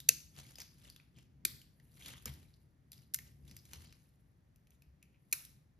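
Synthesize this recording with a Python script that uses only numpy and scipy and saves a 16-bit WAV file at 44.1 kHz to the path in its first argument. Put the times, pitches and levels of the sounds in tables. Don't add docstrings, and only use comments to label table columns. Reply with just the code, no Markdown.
import sys
import numpy as np
from scipy import signal
from scipy.fft import rfft, irfft, next_fast_len
from scipy.io import wavfile
from scipy.ndimage import uniform_filter1d

SR = 44100
rng = np.random.default_rng(int(sys.argv[2]) if len(sys.argv) > 2 else 0)


def store_wav(level_fs):
    pcm = np.round(np.clip(np.atleast_2d(level_fs), -1, 1) * 32767)
    wavfile.write(sys.argv[1], SR, pcm.T.astype(np.int16))


N = 255339

# break in seconds, relative level in dB, build-up in ms, fade in ms,
# low cut in Hz, brightness in dB per octave above 1500 Hz, relative share sent into the trees in dB.
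FRACTURES = [(0.0915, -9.5, 1.94, .7, 2318, -0.5, -5.5), (1.4511, -20, 0.59, 1.4, 1810, -1, 1),
             (1.4530, -22, 0.63, 1.2, 1000, -1, -8), (2.2567, -38, 0.49, 0.49, 300, 13, 3),
             (2.2576, -28, 0.3, 0.61, 300, 2, -0.5), (2.2625, -50, 1.5, 5, 300, -5, -2),
             (2.2710, -49.5, 0.7, 3.3, 400, -8, -3), (3.1397, -33, 1.04, 0.64, 1510, 2, -6),
             (3.1448, -17.5, 0.64, 0.41, 1206, 6, -3.5), (3.1483, -30.5, 1.3, 0.62, 1010, 0.5, -2),
             (3.1610, -38, .4, 1.2, 1503, 2, 0.5), (5.3140, -59, .4, 2.9, 1500, 1.5, 2.5),
             (5.3263, -22.5, 0.16, 2.2, 1000, 2, -2), (5.33, -17.5, 0.079, 0.97, 900, 7, 5.5),
             (5.3341, -32, .2, 1.6, 594, -6, 3.5)]
# start in seconds, pitch in Hz, level in dB, 60 dB decay time in seconds.
STUBS = [(0.0912, 2630, -18.5, .018), (0.0912, 1900, -26.5, .009), (0.0912, 1560, -29, .011),
         (0.0898, 4700, -19.5, 0.012), (0.0893, 6410, -10.5, .012), (0.0945, 480, -51.5, 0.085),
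         (1.4524, 2366, -24.5, 0.012), (1.4522, 1490, -33.5, 0.012), (1.4508, 8800, -22, .012),
         (1.4540, 353, -51.5, 0.073), (2.2574, 6840, -31.5, 0.013), (2.2580, 1250, -40.5, 0.017),
         (3.1447, 2095, -42, 0.027), (3.1447, 1820, -39.5, .014), (3.1449, 1440, -46.5, 0.016),
         (3.1885, 1800, -47, 0.022), (5.3270, 2440, -21.5, 0.015), (5.3266, 4230, -28.5, 0.016),
         (5.3266, 6740, -24, 0.017), (5.3275, 1195, -39.5, 0.0148), (5.3290, 334, -54.5, 0.056)]
# start in seconds, nominal peak in dB, ring in Hz,
# brightness in dB per octave above 1500 Hz.
TICKS = [(0.0024, -34.5, 3750, 3.5), (0.3636, -47, 4600, -3), (0.399, -42, 3930, -2),
         (0.5558, -39.5, 5100, 0.5), (0.5843, -37, 6340, 0), (0.602, -33.5, 6580, 1),
         (0.6179, -37, 3630, 0), (0.8995, -39, 4700, 3), (0.9621, -43.5, 3440, 0.5),
         (0.9988, -48.5, 2460, -7.5), (1.1863, -49, 3118, -2.5), (1.616, -46, 3100, 1),
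         (1.7989, -53.5, 1880, -2), (2.0602, -34.5, 3320, -1), (2.0823, -36, 3600, 4.5),
         (2.1368, -40, 3220, -9), (2.2774, -38.5, 3020, -7.5), (2.3376, -44.5, 4700, 5.5),
         (2.9182, -37.5, 4940, 5), (2.9302, -41, 3400, 2.5), (3.1876, -35, 2110, 1.5),
         (3.5119, -43.5, 5030, -1.5), (3.5658, -37, 4950, 2.5), (3.6532, -46, 5780, 2.5),
         (3.7332, -33, 5800, -1.5), (3.8192, -49, 4600, 1), (3.925, -46.5, 5300, -2),
         (4.5593, -56, 2560, 4.5), (4.671, -58.5, 2494, 0.5), (4.7054, -54.5, 5960, 7.5),
         (4.821, -52, 2523, 2), (5.0268, -48.5, 2510, 3), (5.4505, -38.5, 2420, 4)]
# start in seconds, pitch in Hz,
# envelope peak in dB, length in seconds (twice the time to the peak).
BUMPS = [(0.090, 240, -46, 0.0019), (0.092, 701, -45.5, 0.0018), (0.585, 750, -52.5, .002),
         (1.453, 215, -50, 0.0039), (2.260, 470, -50.5, 0.0051), (2.262, 219, -51.5, 0.014),
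         (2.287, 129.3, -48, 0.019), (2.290, 72, -48.5, .045), (3.763, 79.2, -50, 0.041),
         (4.87, 67, -57, 0.038)]
# middle in seconds, length in seconds, relative level in dB, ring in Hz.
SCRAPES = [(0.049, 0.0076, -61, 3630), (0.616, 0.017, -54.5, 5200), (1.18, 0.052, -74, 3160),
           (2.09, 0.15, -61.5, 3200), (2.268, 0.032, -65, 1680), (2.539, 0.014, -72, 4500),
           (3.509, 0.058, -74, 5125), (3.59, 0.022, -64, 5060), (3.868, 0.046, -69.5, 4660),
           (4.715, 0.026, -83, 2600), (5.026, .012, -68, 2520), (5.149, .04, -81, 2510)]
# peak in seconds, rise in seconds, fall in seconds,
# then the relative drive in dB of crunch, leaf hiss and low rumble.
STROKES = [(0.396, 0.069, .07, -56, -64.5, -60), (0.46, 0.065, 0.22, -62, -68, -61),
           (0.611, 0.052, 0.051, -57, -74, -63.5), (0.87, 0.17, .11, -64, -71, -60),
           (1.18, .06, .1, -72, -85, -59), (1.55, .04, .04, -70, -90, -56.5),
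           (2.095, .15, 0.14, -55, -62, -55.5), (2.275, 0.023, 0.063, -52.5, -62, -51),
           (2.37, 0.069, 0.21, -68.5, -76, -58), (2.98, 0.044, 0.1, -70, -74.5, -61.5),
           (3.275, .03, 0.041, -65, -76, -68), (3.51, .14, 0.1, -68.5, -72.5, -55.5),
           (3.745, .09, 0.11, -61, -69, -58.5), (3.88, 0.12, 0.1, -65.5, -76, -60.5),
           (4.0, .06, .25, -78, -79.5, -73), (4.72, .05, .11, -84, -83, -74),
           (5.41, .1, .07, -65.5, -68.5, -69)]
# peak in seconds, relative level in dB.
RECOILS = [(0.12, -56.5), (1.47, -57), (3.19, -59.5), (5.5, -64.5)]

# frequency in Hz, relative level in dB.
FIBRE_COLOUR = [(150, -20), (400, -18), (800, -20), (1300, -13.5), (2200, -6.5), (3200, -9), (4300, -3.5),
                (6500, -1), (8000, 1), (9500, -2), (11800, -1.5), (14200, -3.5), (16000, -7.5)]
# frequency in Hz, relative level in dB.
TICK_COLOUR = [(200, -11), (800, -9.5), (2000, -2), (5000, -1), (8000, -1.5), (13000, -2), (14500, -7.5),
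               (16000, -17)]
# frequency in Hz, relative level in dB.
LITTER_COLOUR = [(200, 2), (400, -0.5), (800, -3.5), (1500, -2.5), (3000, -1), (5500, -5), (8000, 2),
                 (10000, -12), (16000, -29)]
# frequency in Hz, relative level in dB.
LEAF_HISS_COLOUR = [(5000, -31), (8000, -1), (10500, 7), (13000, -0.5), (14500, -11), (16000, -12.5)]
# frequency in Hz, relative level in dB.
RUMBLE_COLOUR = [(20, -31.5), (35, -18), (48, -7), (65, 0), (105, -5), (140, 0), (190, -10), (280, -15),
                 (450, -28), (900, -42.5), (3000, -71)]
# frequency in Hz, relative level in dB.
CANOPY_COLOUR = [(200, 5.5), (500, 5.5), (1000, 0), (1500, -2), (1900, 0), (2600, -7.5), (5000, -11),
                 (8000, -10.5), (12500, -15), (15000, -17)]
# frequency in Hz, relative level in dB.
TREE_COLOUR = [(200, 1.5), (700, 4), (1200, 6), (1800, 1.5), (2600, 0.5), (5000, 2), (8000, -1.5),
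               (13500, 0), (14800, -5.5), (16000, -15)]
# frequency in Hz, side against mid in dB.
WIDTH = [(60, -14.5), (130, -12.5), (290, -8.5), (640, -3), (1400, -3.5), (3000, -4), (5000, -3),
         (7000, -10.5), (9000, -23.5), (15000, -23)]
# frequency in Hz, phase by which left leads in radians, left minus
# right in dB.
PHONE_STEREO = [(50, 0, 1.4), (300, -.1, 2.4), (650, -1.2, .7), (1300, -1.8, -1.8), (2200, 0, .2),
                (3400, 1.1, 2.6), (4800, .1, 2.6), (6400, -1.1, 1.8), (8300, -3.1, -.6),
                (10000, -4.5, 0), (12000, -6.3, 1), (13200, -7, 1.2), (15400, -9.5, .5)]

TOP_HZ = 16450
STROKE_RANGE_DB = 20
HISS_STRETCH, RUMBLE_STRETCH = 2, 2.55
RECOIL_RISE_S, RECOIL_FALL_S = .2, .4
TICK_CHATTER_S, TICK_RING_WIDTH_HZ = .012, 230


def amp(db):
    return np.exp(np.asarray(db) * np.log(10) / 20)


def unit(x):
    return x / np.sqrt(np.mean(x ** 2) + 1e-30)


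def along(points, hz, axis=1):
    points = np.array(points, float)
    return np.interp(np.log(hz + 1), np.log(points[:, 0]), points[:, axis])


def tint(x, points, tilt_db=0):
    size = min(x.shape[-1], 8192)
    hz = np.fft.rfftfreq(size, 1 / SR)
    octaves = np.log2(np.maximum(hz, 1500) / 1500)
    cepstrum = irfft(np.log(amp(along(points, hz) + tilt_db * octaves)))
    cepstrum[1:size // 2] *= 2
    cepstrum[size // 2 + 1:] = 0
    response = irfft(np.exp(rfft(cepstrum)))[:size // 2]
    filtered = signal.oaconvolve(x, np.array(response, ndmin=x.ndim), axes=-1)
    return filtered[..., :x.shape[-1]]


def resonate(x, hz, width_hz):
    b, a = signal.iirpeak(min(hz, SR / 3), max(hz / width_hz, 1), SR)
    return signal.lfilter(b, a, x)


def add(track, s, sound):
    start = int(round(s * SR))
    sound = sound[max(-start, 0):N - start]
    first = max(start, 0)
    track[first:first + len(sound)] += sound


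def spread(pair):
    side = tint(pair[1], WIDTH)
    return np.array([pair[0] + side, pair[0] - side])


def crackle(size, scatter_db):
    clicks = rng.standard_normal(size)
    strength_db = scatter_db * np.minimum(rng.exponential(size=size), 5)
    return unit(clicks * amp(strength_db))


def swell(s, rise_s, fall_s, db):
    t = np.arange(N) / SR - s
    return amp(db - STROKE_RANGE_DB * np.minimum(np.maximum(-t / rise_s, t / fall_s), 10))


def snaps(splinter_db=-28, splinter_s=0.016):
    direct, sent = np.zeros(N), np.zeros(N)
    lead_s = .006
    t = np.arange(2048) / SR - lead_s
    for s, db, build_ms, fade_ms, low_hz, bright_db, sent_db in FRACTURES:
        slope_s = np.where(t < 0, build_ms, fade_ms) / 1000
        avalanche = np.exp(-abs(t) / slope_s) * (t > -2 * slope_s)
        splinters = (t > 0) * amp(splinter_db) * np.exp(-abs(t) / splinter_s)
        envelope = avalanche + splinters
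        fibres = tint(crackle(len(t), scatter_db=.8) * envelope, FIBRE_COLOUR, bright_db)
        low_cut = signal.butter(2, low_hz, "high", fs=SR, output="sos")
        tear = unit(signal.sosfilt(low_cut, fibres))
        tear = tear * np.sqrt(np.mean(envelope ** 2)) * amp(db)
        add(direct, s - lead_s, tear)
        add(sent, s - lead_s, tear * amp(sent_db))
    return direct, sent


def stubs(rise_s=.0005):
    out, t = np.zeros(N), np.arange(2048) / SR
    for s, hz, db, t60_s in STUBS:
        envelope = (1 - np.exp(-t / rise_s)) * np.exp(-np.log(1000) * t / t60_s)
        add(out, s, amp(db) * np.sin(2 * np.pi * hz * t) * envelope)
    return out


def motion(jerk_db=2.5):
    power = np.zeros((3, N))
    for s, rise_s, fall_s, *levels in STROKES:
        for layer, db, stretch in zip(power, levels, (1, HISS_STRETCH, RUMBLE_STRETCH)):
            layer += swell(s, rise_s * stretch, fall_s * stretch, db) ** 2
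    crunch, hiss, heave = np.sqrt(power)
    wander = unit(uniform_filter1d(rng.standard_normal(N), size=700))
    jerks = unit(amp(jerk_db * wander))
    return crunch * jerks, hiss * jerks, heave


def rustle(crunch, hiss, body_db=-1.0, hiss_db=-0.5):
    out = np.zeros((2, N))
    wander = unit(uniform_filter1d(rng.standard_normal(N), size=130))
    clumps = unit(amp(3 * wander))
    layers = ((crunch, LITTER_COLOUR, body_db), (hiss, LEAF_HISS_COLOUR, hiss_db))
    for gain, colour, db in layers:
        grains = crackle((2, N), scatter_db=4) * clumps
        out += unit(spread(tint(grains, colour))) * gain * amp(db)
    return out


def ticks(rows, contact_s=.0008, chatter_db=-13, ring_db=10, rms_to_peak_db=-22.5):
    out, t = np.zeros(N), np.arange(2048) / SR
    for s, db, hz, bright_db in rows:
        stroke = t / contact_s * np.exp(1 - t / contact_s)
        envelope = stroke + amp(chatter_db) * np.exp(-t / TICK_CHATTER_S)
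        contact = tint(crackle(len(t), scatter_db=3) * envelope, TICK_COLOUR, bright_db)
        tick = contact + amp(ring_db) * resonate(contact, hz, TICK_RING_WIDTH_HZ)
        add(out, s, unit(tick) * amp(db + rms_to_peak_db))
    return out


def stray_ticks(crunch, above_db=11.5, scatter_db=6, bright_db=0.5, count=100):
    rows = []
    for k, (jitter, pitch, strength) in enumerate(rng.random((count, 3))):
        s = (k + jitter) / count * (N - 1) / SR
        movement_db = 20 * np.log10(crunch[int(s * SR)])
        db = movement_db + above_db + scatter_db * (2 * strength - 1)
        rows.append((s, db, 2500 * 2.5 ** pitch, bright_db))
    return rows


def twiglets(crunch, db=-0.5, ring_s=.002, scatter_db=4, count=1100):
    out, t = np.zeros(N), np.arange(512) / SR
    for when, pitch, strength in rng.random((count, 3)):
        start = int(when * N)
        hz = 2000 * 3.6 ** pitch
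        size_db = db + scatter_db * min(-np.log(1 - strength), 3)
        ping = np.sin(2 * np.pi * hz * t) * np.exp(-t / ring_s)
        add(out, start / SR, crunch[start] * amp(size_db) * ping)
    return out


def scrapes(slips_per_s=450):
    out, t = np.zeros(N), np.arange(-SR // 6, SR // 6) / SR
    for s, length_s, db, hz in SCRAPES:
        slips = (rng.random(len(t)) < slips_per_s / SR) * rng.standard_normal(len(t))
        ring = resonate(resonate(slips, hz, hz / 5), hz, hz / 2)
        add(out, s + t[0], unit(ring) * amp(db) * np.exp(-(2 * t / length_s) ** 2))
    return out


def bumps():
    out, t = np.zeros(N), np.arange(SR // 4) / SR
    for s, hz, db, length_s in BUMPS:
        u = 2 * t / length_s
        add(out, s, amp(db) * u * np.exp(1 - u) * np.sin(2 * np.pi * hz * t))
    return out


def trunks(x, db=-30, soft_hz=7000, count=14):
    out = np.zeros((2, N))
    moss = signal.butter(2, min(soft_hz, SR / 3), fs=SR, output="sos")
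    dulled = signal.sosfilt(moss, x)
    for k, (jitter, side) in enumerate(rng.random((count, 2))):
        delay_s = .004 + .12 * ((k + jitter) / count) ** 2
        for channel, share in zip(out, (side, 1 - side)):
            add(channel, delay_s, dulled * amp(db - 100 * delay_s) * np.sqrt(2 * share))
    return out


def forest(x, t60_mid=0.48, t60_per_octave=0.034, patchy_db=2.5):
    hz, t, sound = signal.stft(x, SR, nperseg=256)
    octaves = np.log2(np.maximum(hz / 4000, 1))
    t60_s = np.maximum(t60_mid - t60_per_octave * octaves ** 2, .1)
    keep = np.exp(-2 * np.log(1000) * t[1] / t60_s)
    arriving = uniform_filter1d(abs(sound) ** 2, size=3, axis=0)
    power = np.array([signal.lfilter([0, 1 - k], [1, -k], band) for k, band in zip(keep, arriving)])
    wander = uniform_filter1d(rng.standard_normal(power.shape), size=5, axis=0)
    patches = amp(patchy_db * unit(wander))
    phases = np.exp(2j * np.pi * rng.random((2, *power.shape)))
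    colour = amp(along(TREE_COLOUR, hz))[:, None]
    echoes = signal.istft(phases * np.sqrt(abs(power)) * patches * colour, SR)[1]
    return spread(echoes[:, :N])


def background(heave, rumble_db=-68, moving_db=-1.5, air_db=-81):
    rumble = unit(spread(tint(rng.standard_normal((2, N)), RUMBLE_COLOUR)))
    canopy = unit(spread(tint(rng.standard_normal((2, N)), CANOPY_COLOUR)))
    recoil_power = sum(swell(s, RECOIL_RISE_S, RECOIL_FALL_S, db) ** 2 for s, db in RECOILS)
    moving = np.sqrt(heave ** 2 + recoil_power)
    return rumble * np.hypot(amp(rumble_db), moving * amp(moving_db)) + canopy * amp(air_db)


def scene(snap_echo_db=-11.0, stub_echo_db=-21, tick_echo_db=-6.5):
    cracks, sent = snaps()
    crunch, hiss, heave = motion()
    rings = stubs()
    small = ticks(TICKS + stray_ticks(crunch)) + scrapes() + twiglets(crunch)
    echo = forest(sent * amp(snap_echo_db) + rings * amp(stub_echo_db) + small * amp(tick_echo_db))
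    direct = cracks + rings + small
    return direct + trunks(direct) + echo + bumps() + rustle(crunch, hiss) + background(heave)


def record(dry):
    size = next_fast_len(N + 2048)
    hz = np.fft.rfftfreq(size, 1 / SR)
    half = np.exp(.5j * along(PHONE_STEREO, hz)) * amp(along(PHONE_STEREO, hz, axis=2) / 2)
    heard = irfft(rfft(dry, size) * np.array([half, 1 / half]), size)[:, :N]
    top_cut = signal.ellip(8, .2, 70, TOP_HZ, fs=SR, output="sos")
    return signal.sosfilt(top_cut, heard)


dry = scene()
out = record(dry)
store_wav(out)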